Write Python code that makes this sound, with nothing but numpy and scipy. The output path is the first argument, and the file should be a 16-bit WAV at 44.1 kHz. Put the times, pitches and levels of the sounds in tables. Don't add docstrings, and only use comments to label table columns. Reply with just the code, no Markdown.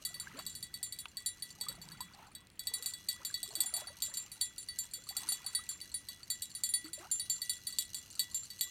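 import sys
import numpy as np
from scipy import signal
from scipy.fft import rfft, irfft, next_fast_len
from scipy.io import wavfile
from scipy.ndimage import uniform_filter1d

SR = 44100
rng = np.random.default_rng(int(sys.argv[2]) if len(sys.argv) > 2 else 0)


def to_wav(sig):
    pcm = np.clip(np.atleast_2d(sig), -1, 1) * 32767
    pcm = np.round(pcm).astype(np.int16)
    wavfile.write(sys.argv[1], SR, pcm.T)


N = 383669
TIME = np.arange(N) / SR

# start_s, strength_db (relative), across (no unit), up (no unit)
STRIKES = [(0.0503, -20, -0.049, -0.097), (0.1425, -29.5, -0.47, 0.81), (0.1988, -26.5, 0.39, -0.26),
           (0.39, -30, -0.5, -0.03), (0.4642, -24.5, -0.43, -0.37), (0.5515, -29.5, 0.12, -0.22),
           (0.627, -25, 0.17, 0.3), (0.7406, -26.5, -0.33, 0.092), (0.8289, -22.5, 0.1, -0.42),
           (0.9237, -25.5, -0.021, 0.2), (0.9876, -26.5, 0.3, -0.33), (1.1698, -25.5, -0.4, 0.025),
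           (1.2607, -19, 0.24, -0.28), (1.4227, -25.5, 0.11, 0.6), (1.6111, -24.5, -0.9, -0.35),
           (1.685, -24, -0.9, -0.39), (1.8153, -35, -0.59, 0.058), (1.918, -35, -0.4, 0.45),
           (2.0057, -26.5, -0.81, -0.045), (2.3506, -34.5, -1.95, -0.66), (2.593, -25, -0.36, -0.24),
           (2.6705, -22.5, -1.2, -0.34), (2.7377, -20, 0.24, 0.19), (2.8242, -28, -0.1, -0.5),
           (2.8596, -20, 0.078, -0.44), (2.9366, -27, -0.82, -0.11), (3.0869, -16.5, -0.3, -0.073),
           (3.2494, -21.5, 0.12, -0.6), (3.3414, -23.5, -1.5, 0.19), (3.4301, -24.5, -0.8, -0.84),
           (3.5532, -21.5, -0.3, -0.45), (3.6041, -16.5, -0.6, -0.99), (3.6591, -29, 0.9, -0.49),
           (3.7386, -22, 0.44, 0.27), (3.7652, -22, -0.4, -0.85), (3.8708, -32, -0.085, 1.13),
           (4.0214, -17.5, -0.078, -0.83), (4.139, -27.5, 0.2, -0.51), (4.1716, -22.5, 0.47, -0.42),
           (4.3166, -31.5, 0.077, 0.0092), (4.4119, -17, 0.44, -0.2), (4.5805, -29.5, 0.54, -0.09),
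           (4.6863, -29.5, -0.084, 1.23), (4.7875, -22.5, 0.46, -0.65), (4.936, -25.5, 0.28, -0.33),
           (5.0892, -24.5, 0.0031, -0.13), (5.167, -18.0, 0.082, -0.44), (5.2879, -21, 0.55, 0.38),
           (5.3209, -19.0, 0.019, -0.42), (5.463, -24.5, 0.38, 0.25), (5.549, -17.5, 0.26, 0.35),
           (5.69, -26.5, 0.65, -0.6), (5.8132, -30.5, -0.14, 0.74), (5.9416, -24, 0.43, 0.2),
           (6.0865, -27.5, -0.49, 0.2), (6.3017, -19, 0.29, -0.32), (6.4208, -23.5, 0.23, -0.75),
           (6.55, -28.5, 0.41, 0.25), (6.636, -17, 0.24, -0.33), (6.6895, -29, 0.84, -0.12),
           (6.7379, -18, 0.27, 0.4), (6.8433, -38.5, -1.2, 0.3), (6.9318, -26, 0.4, -0.024),
           (7.1134, -24.5, 0.87, -0.59), (7.1964, -22, 0.31, 0.32), (7.2979, -20, 0.43, -0.48),
           (7.4175, -21, -0.26, 0.68), (7.4949, -17.5, 0.27, -0.095), (7.6694, -22, 0.18, 0.2),
           (7.7245, -35, -1.3, 0.0), (7.7857, -14.5, 0.13, -0.6), (7.9447, -22.5, -0.12, -0.28),
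           (8.1936, -15.0, -0.3, -0.23), (8.3449, -26, 0.59, -1.16), (8.5026, -31.5, -0.86, 0.26),
           (8.6098, -15.5, -0.3, -0.64)]
PLACE_RESPONSE = { "shimmer": (0.44, -1, -4), "hum": (-36, -4.5, 8.2), "low": (-27.5, -2.4, 0.1),
                  "main": (-18.5, -3.5, 4.1), "7 kHz": (-29.5, 15, -10), "8 kHz": (-22.5, -6, -5.5),
                  "10 kHz": (-21.5, 17, 6.8), }
SHELL_MODES = { "shimmer": [(6950, -30.5, 0.12), (8910, -22.5, 0.065), (12470, -20.5, 0.09),
               (13850, -25.5, 0.1), (13850, -30.5, 0.049), (15190, -29, 0.062)],
               "hum": [(1962.8, 4.5, 0.52)], "low": [(3392, -2, .36), (3898, 4, .18)],
               "main": [(4317, -12.5, 0.098), (4528, 7.5, 0.096)], "7 kHz": [(7300, 5, 0.23)],
               "8 kHz": [(8055, 5, 0.084)], "10 kHz": [(9635, 5, 0.14)], }
# centre_hz, width_hz, level_db (relative)
CLACK_RESONANCES = [(4110, 3000, -2), (8380, 1200, -20), (8370, 1200, 7.5), (9330, 770, 1.5),
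                    (11840, 3900, -6)]


def bell(count=6, gap_s=0.0085, rebound_db=-7, clack_db=-7):
    s, strength_db, across, up = np.transpose(STRIKES)
    shape = (len(s), count)
    rebound_times = s[:, None] + np.cumsum(gap_s * rng.gamma(2, 0.5, shape), axis=1)
    drive_db = {}
    for family, (gain_db, across_db, up_db) in PLACE_RESPONSE.items():
        drive_db[family] = strength_db + gain_db + across_db * across + up_db * up
    ringing = np.zeros(N)
    for family, modes in SHELL_MODES.items():
        for hz, level_db, t60 in modes:
            ringing += shell_mode(s, drive_db[family] + level_db, rebound_times, hz, t60)

    blow = amp(drive_db["shimmer"] + clack_db)
    rebounds = blow[:, None] * amp(rebound_db) * rng.random(shape)
    contacts = pulses(s, blow) + pulses(rebound_times, rebounds)
    tick = bursts(contacts, decay_s=0.001)
    scrape = amp(-19) * bursts(contacts, decay_s=0.012)
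    clack = body(tick + scrape, CLACK_RESONANCES)

    no_bass = signal.butter(4, 1600, "high", fs=SR, output="sos")
    return signal.sosfilt(no_bass, ringing + clack + rolling())


SETTLE_S, CHOKE_DB_PER_S = 0.071, 126
STRIKE_SCATTER_DB = 1.3


def shell_mode(s, strike_db, rebound_times, hz, t60, grip=0.14, jolt=0.42):
    detune, step_db, rise_s = 0.002, 3, 0.0004
    touch = min(hz / 5500, 1) ** 2
    shift, damping, scatter = rng.standard_normal((len(s), 3)).T
    strike_db = strike_db + STRIKE_SCATTER_DB * scatter

    last = np.maximum(np.cumsum(pulses(s, np.ones(len(s)))).astype(int) - 1, 0)
    age = np.maximum(TIME - s[last], 0)
    still_ringing = amp(strike_db[:-1]) * np.exp(-np.log(1000) * np.diff(s) / t60)
    size = np.hypot(amp(strike_db), np.r_[0, still_ringing])

    push = rebound_steps(rebound_times, touch)
    turn = rebound_steps(rebound_times, touch)
    push_at_strike = push[(s * SR).astype(int)][last]
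    push = np.clip(push - push_at_strike, -4, 1)
    strike_hz = hz * (1 + detune * np.sqrt(touch) * shift)
    phase = 2 * np.pi * strike_hz[last] * age + jolt * turn

    strike_t60 = t60 * np.exp(grip * touch * damping)
    decay = np.exp(-np.log(1000) * age / strike_t60[last])
    choke_db = CHOKE_DB_PER_S * touch * np.maximum(age - SETTLE_S, 0)
    rise = 1 - np.exp(-age / rise_s)
    return size[last] * amp(step_db * push - choke_db) * rise * decay * np.sin(phase)


def rebound_steps(times, touch):
    steps = pulses(times, touch * rng.standard_normal(times.shape))
    return uniform_filter1d(np.cumsum(steps), size=24)


# start_s, level_db
REEL_LEVEL = [(0, -59), (1.0, -67), (1.5, -63), (2.05, -69.5), (2.25, -69.5), (2.52, -81), (2.75, -59),
              (3.8, -62), (4.3, -61), (5.05, -62.5), (5.27, -55.5), (5.6, -59.5), (6.9, -62), (7.1, -58),
              (8.7, -57.5)]


def rolling(count=80, level_db=7.0, scatter_db=4):
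    times = rng.random(count) * N / SR
    modes = [mode for family in ("main", "8 kHz", "10 kHz", "7 kHz") for mode in SHELL_MODES[family]]
    shiver = amp(curve(REEL_LEVEL) + level_db)
    out = np.zeros(N)
    for hz, _, t60 in modes:
        brushes = pulses(times, amp(scatter_db * rng.standard_normal(count)))
        out += ring(shiver * brushes, hz, t60 / 2)
    return out


# centre_hz, width_hz, level_db (relative)
REEL_BODY = [(2870, 240, 1), (4130, 340, 3.5), (4680, 210, 2.5), (6340, 1570, -0.5), (8160, 3600, -5),
             (12500, 1400, -6)]
CLICK_HZ, CLICK_SCATTER_DB, CLICK_S, SURGE_DB = 110, 3.8, 0.003, 5


def reel(uneven=0.3, whirr_db=-13, count=2000):
    gap, size, pull = rng.standard_normal((count, 3)).T
    times = np.cumsum(np.exp(uneven * gap)) / CLICK_HZ
    surge_db = SURGE_DB * uniform_filter1d(pull, size=9)
    clicks = bursts(pulses(times, amp(CLICK_SCATTER_DB * size + surge_db)), CLICK_S)
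    whirr = amp(whirr_db) * rng.standard_normal(N)
    return unit(body(clicks + whirr, REEL_BODY)) * amp(curve(REEL_LEVEL))


# start_s, level_db (relative)
TICKS = [(1.506, -30), (1.8547, -33), (1.8879, -27.5), (2.1484, -35), (2.4705, -34.5), (2.5013, -35),
         (4.0036, -26)]


def tackle(level_db=1):
    s, db = np.transpose(TICKS)
    ticks = bursts(pulses(s, amp(db + level_db)), decay_s=0.001)
    return body(ticks, [(4540, 2300, -4.5), (7900, 2700, -5.0)])


def knock(s=1.056, level_db=-31):
    hit = pulses([s], [amp(level_db)])
    thud = body(bursts(hit, decay_s=0.0024), [(1310, 1200, 6.5), (2640, 1500, 8.0), (5860, 5600, -12)])
    return thud + amp(-21) * ring(hit, hz=908, t60=0.066)


# crest_s, level_db (relative), half_length_s, pitch_hz
WAVELETS = [(0.297, -60.5, 0.14, 1456), (0.389, -53.5, 0.031, 987), (1.695, -60.5, 0.045, 1235),
            (1.94, -62.5, 0.22, 1247), (2.211, -60.5, 0.057, 895), (2.802, -65, 0.11, 1184),
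            (3.246, -62.5, 0.073, 1416), (3.61, -60.5, 0.11, 1084), (3.802, -56, 0.068, 938),
            (4.153, -63.5, 0.2, 1365), (5.254, -58, 0.1, 1314), (5.519, -60.5, 0.21, 1400),
            (6.862, -57.5, 0.02, 1420), (7.024, -56, 0.04, 857)]
# start_s, level_db (relative), pitch_hz (at the start)
BUBBLES = [(0.271, -35, 1560), (1.666, -39, 1166), (2.005, -35.5, 960), (3.301, -41.5, 1580),
           (3.574, -49, 317), (5.591, -42, 1210), (6.843, -42.5, 303), (6.997, -49, 342)]
# (per Hz, relative)
WASH_COLOUR = [(200, -36), (350, 1), (600, -12.5), (1100, -0.5), (1700, -2.5), (2800, 0.5), (5000, -14),
               (15000, -18)]


def water(wash_db=-5, clear_db=-1, calm_db=-76):
    out = drips()
    for s, db, length, hz in WAVELETS:
        out += amp(db) * gurgle(s, length, hz)
    for s, db, hz in BUBBLES:
        add(out, s, amp(db + clear_db) * bubble(hz, cycles=8.5, glide=0.047))
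    return out + swells(WAVELETS, calm_db) * amp(wash_db) * noise(WASH_COLOUR)


GURGLE_PER_S, GURGLE_RISE, GURGLE_SPREAD = 460, 0.183, 0.33
GURGLE_DB, GURGLE_CYCLES, GURGLE_GLIDE = 5, 6.4, 0.098


def gurgle(crest_s, length_s, middle_hz, most=60, scatter_db=3):
    out = np.zeros(N)
    count = min(most, int(GURGLE_PER_S * length_s))
    for when, pitch, size in rng.standard_normal((count, 3)):
        hz = middle_hz * np.exp(GURGLE_RISE * when + GURGLE_SPREAD * pitch)
        level = amp(GURGLE_DB + scatter_db * size)
        start_s = crest_s + length_s * when / np.sqrt(2)
        add(out, start_s, level * bubble(hz, GURGLE_CYCLES, GURGLE_GLIDE))
    return out


def drips(count=420, level_db=-62, scatter_db=3):
    centre_hz, spread = 1600, 0.32
    out = np.zeros(N)
    for s, (pitch, size) in zip(rng.random(count) * N / SR, rng.standard_normal((count, 2))):
        hz = centre_hz * np.exp(spread * pitch)
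        add(out, s, amp(level_db + scatter_db * size) * bubble(hz, cycles=10, glide=0.08))
    return out


def bubble(hz, cycles, glide):
    age = np.arange(int(4 * cycles * SR / hz)) * hz / (cycles * SR)
    tone = np.sin(2 * np.pi * cycles * age * (1 + glide * age / 2))
    return tone * np.exp(-age) * (1 - np.exp(-age * cycles))


# (per Hz, relative)
NIGHT_COLOUR = [(20, -29), (32, 1), (45, -5.5), (75, 4.5), (110, 1), (200, -3.5), (300, -6.5), (450, -14),
                (900, -16.5), (2500, -14.5), (8000, -34.5), (16000, -32)]
# crest_s, level_db (relative), half_length_s
RUMBLE_SWELLS = [(.45, -60.5, 0.38), (1.85, -58.5, 0.29)]
# (per Hz, relative)
RUMBLE_COLOUR = [(22, -25), (45, -2), (100, -6), (170, 6), (250, -9.5), (400, -15.5), (1200, -51)]


def night(air_db=-64, rumble_db=-3, rest_db=-74.5):
    air = amp(air_db) * noise(NIGHT_COLOUR)
    return air + swells(RUMBLE_SWELLS, rest_db) * amp(rumble_db) * noise(RUMBLE_COLOUR)


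def swells(rows, rest_db):
    out = np.full(N, amp(rest_db))
    for s, db, length, *_ in rows:
        out += amp(db) * np.exp(-((TIME - s) / length) ** 2)
    return out


def amp(db):
    return 10 ** (np.asarray(db) / 20)


def unit(x):
    return x / np.sqrt(np.mean(x ** 2))


def curve(rows):
    return np.interp(TIME, *np.transpose(rows))


def add(out, s, sound):
    i = int(np.clip(s * SR, 0, N))
    out[i:i + len(sound)] += sound[:N - i]


def pulses(times, sizes):
    index = np.clip(np.ravel(times) * SR, 0, N).astype(int)
    return np.bincount(index, np.ravel(sizes), N + 1)[:N]


def ring(x, hz, t60):
    r = np.exp(-np.log(1000) / (t60 * SR))
    w = 2 * np.pi * hz / SR
    return signal.lfilter([0, np.sin(w)], [1, -2 * r * np.cos(w), r * r], x + 1e-18)


def body(x, resonances):
    out = np.zeros(N)
    for hz, width, db in resonances:
        peak = np.concatenate(signal.iirpeak(hz, hz / width, SR))
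        out += amp(db) * signal.sosfilt([peak] * 2, x + 1e-18)
    return out


def bursts(hits, decay_s):
    envelope = signal.lfilter([1], [1, -np.exp(-1 / (decay_s * SR))], hits + 1e-18)
    return envelope * rng.standard_normal(N)


def noise(spectrum):
    hz, db = np.transpose(spectrum)
    size = next_fast_len(N, True)
    bins = np.fft.rfftfreq(size, 1 / SR)
    gain = amp(np.interp(np.log(bins + 1), np.log(hz), db))
    return unit(irfft(rfft(rng.standard_normal(size)) * gain, size)[:N])


def scene():
    return (bell() + reel() + tackle() + knock() + water() + night())[None]


def record(dry, top_hz=16300):
    return signal.sosfilt(signal.ellip(8, 0.2, 70, top_hz, fs=SR, output="sos"), dry)


dry = scene()
out = record(dry)
to_wav(out)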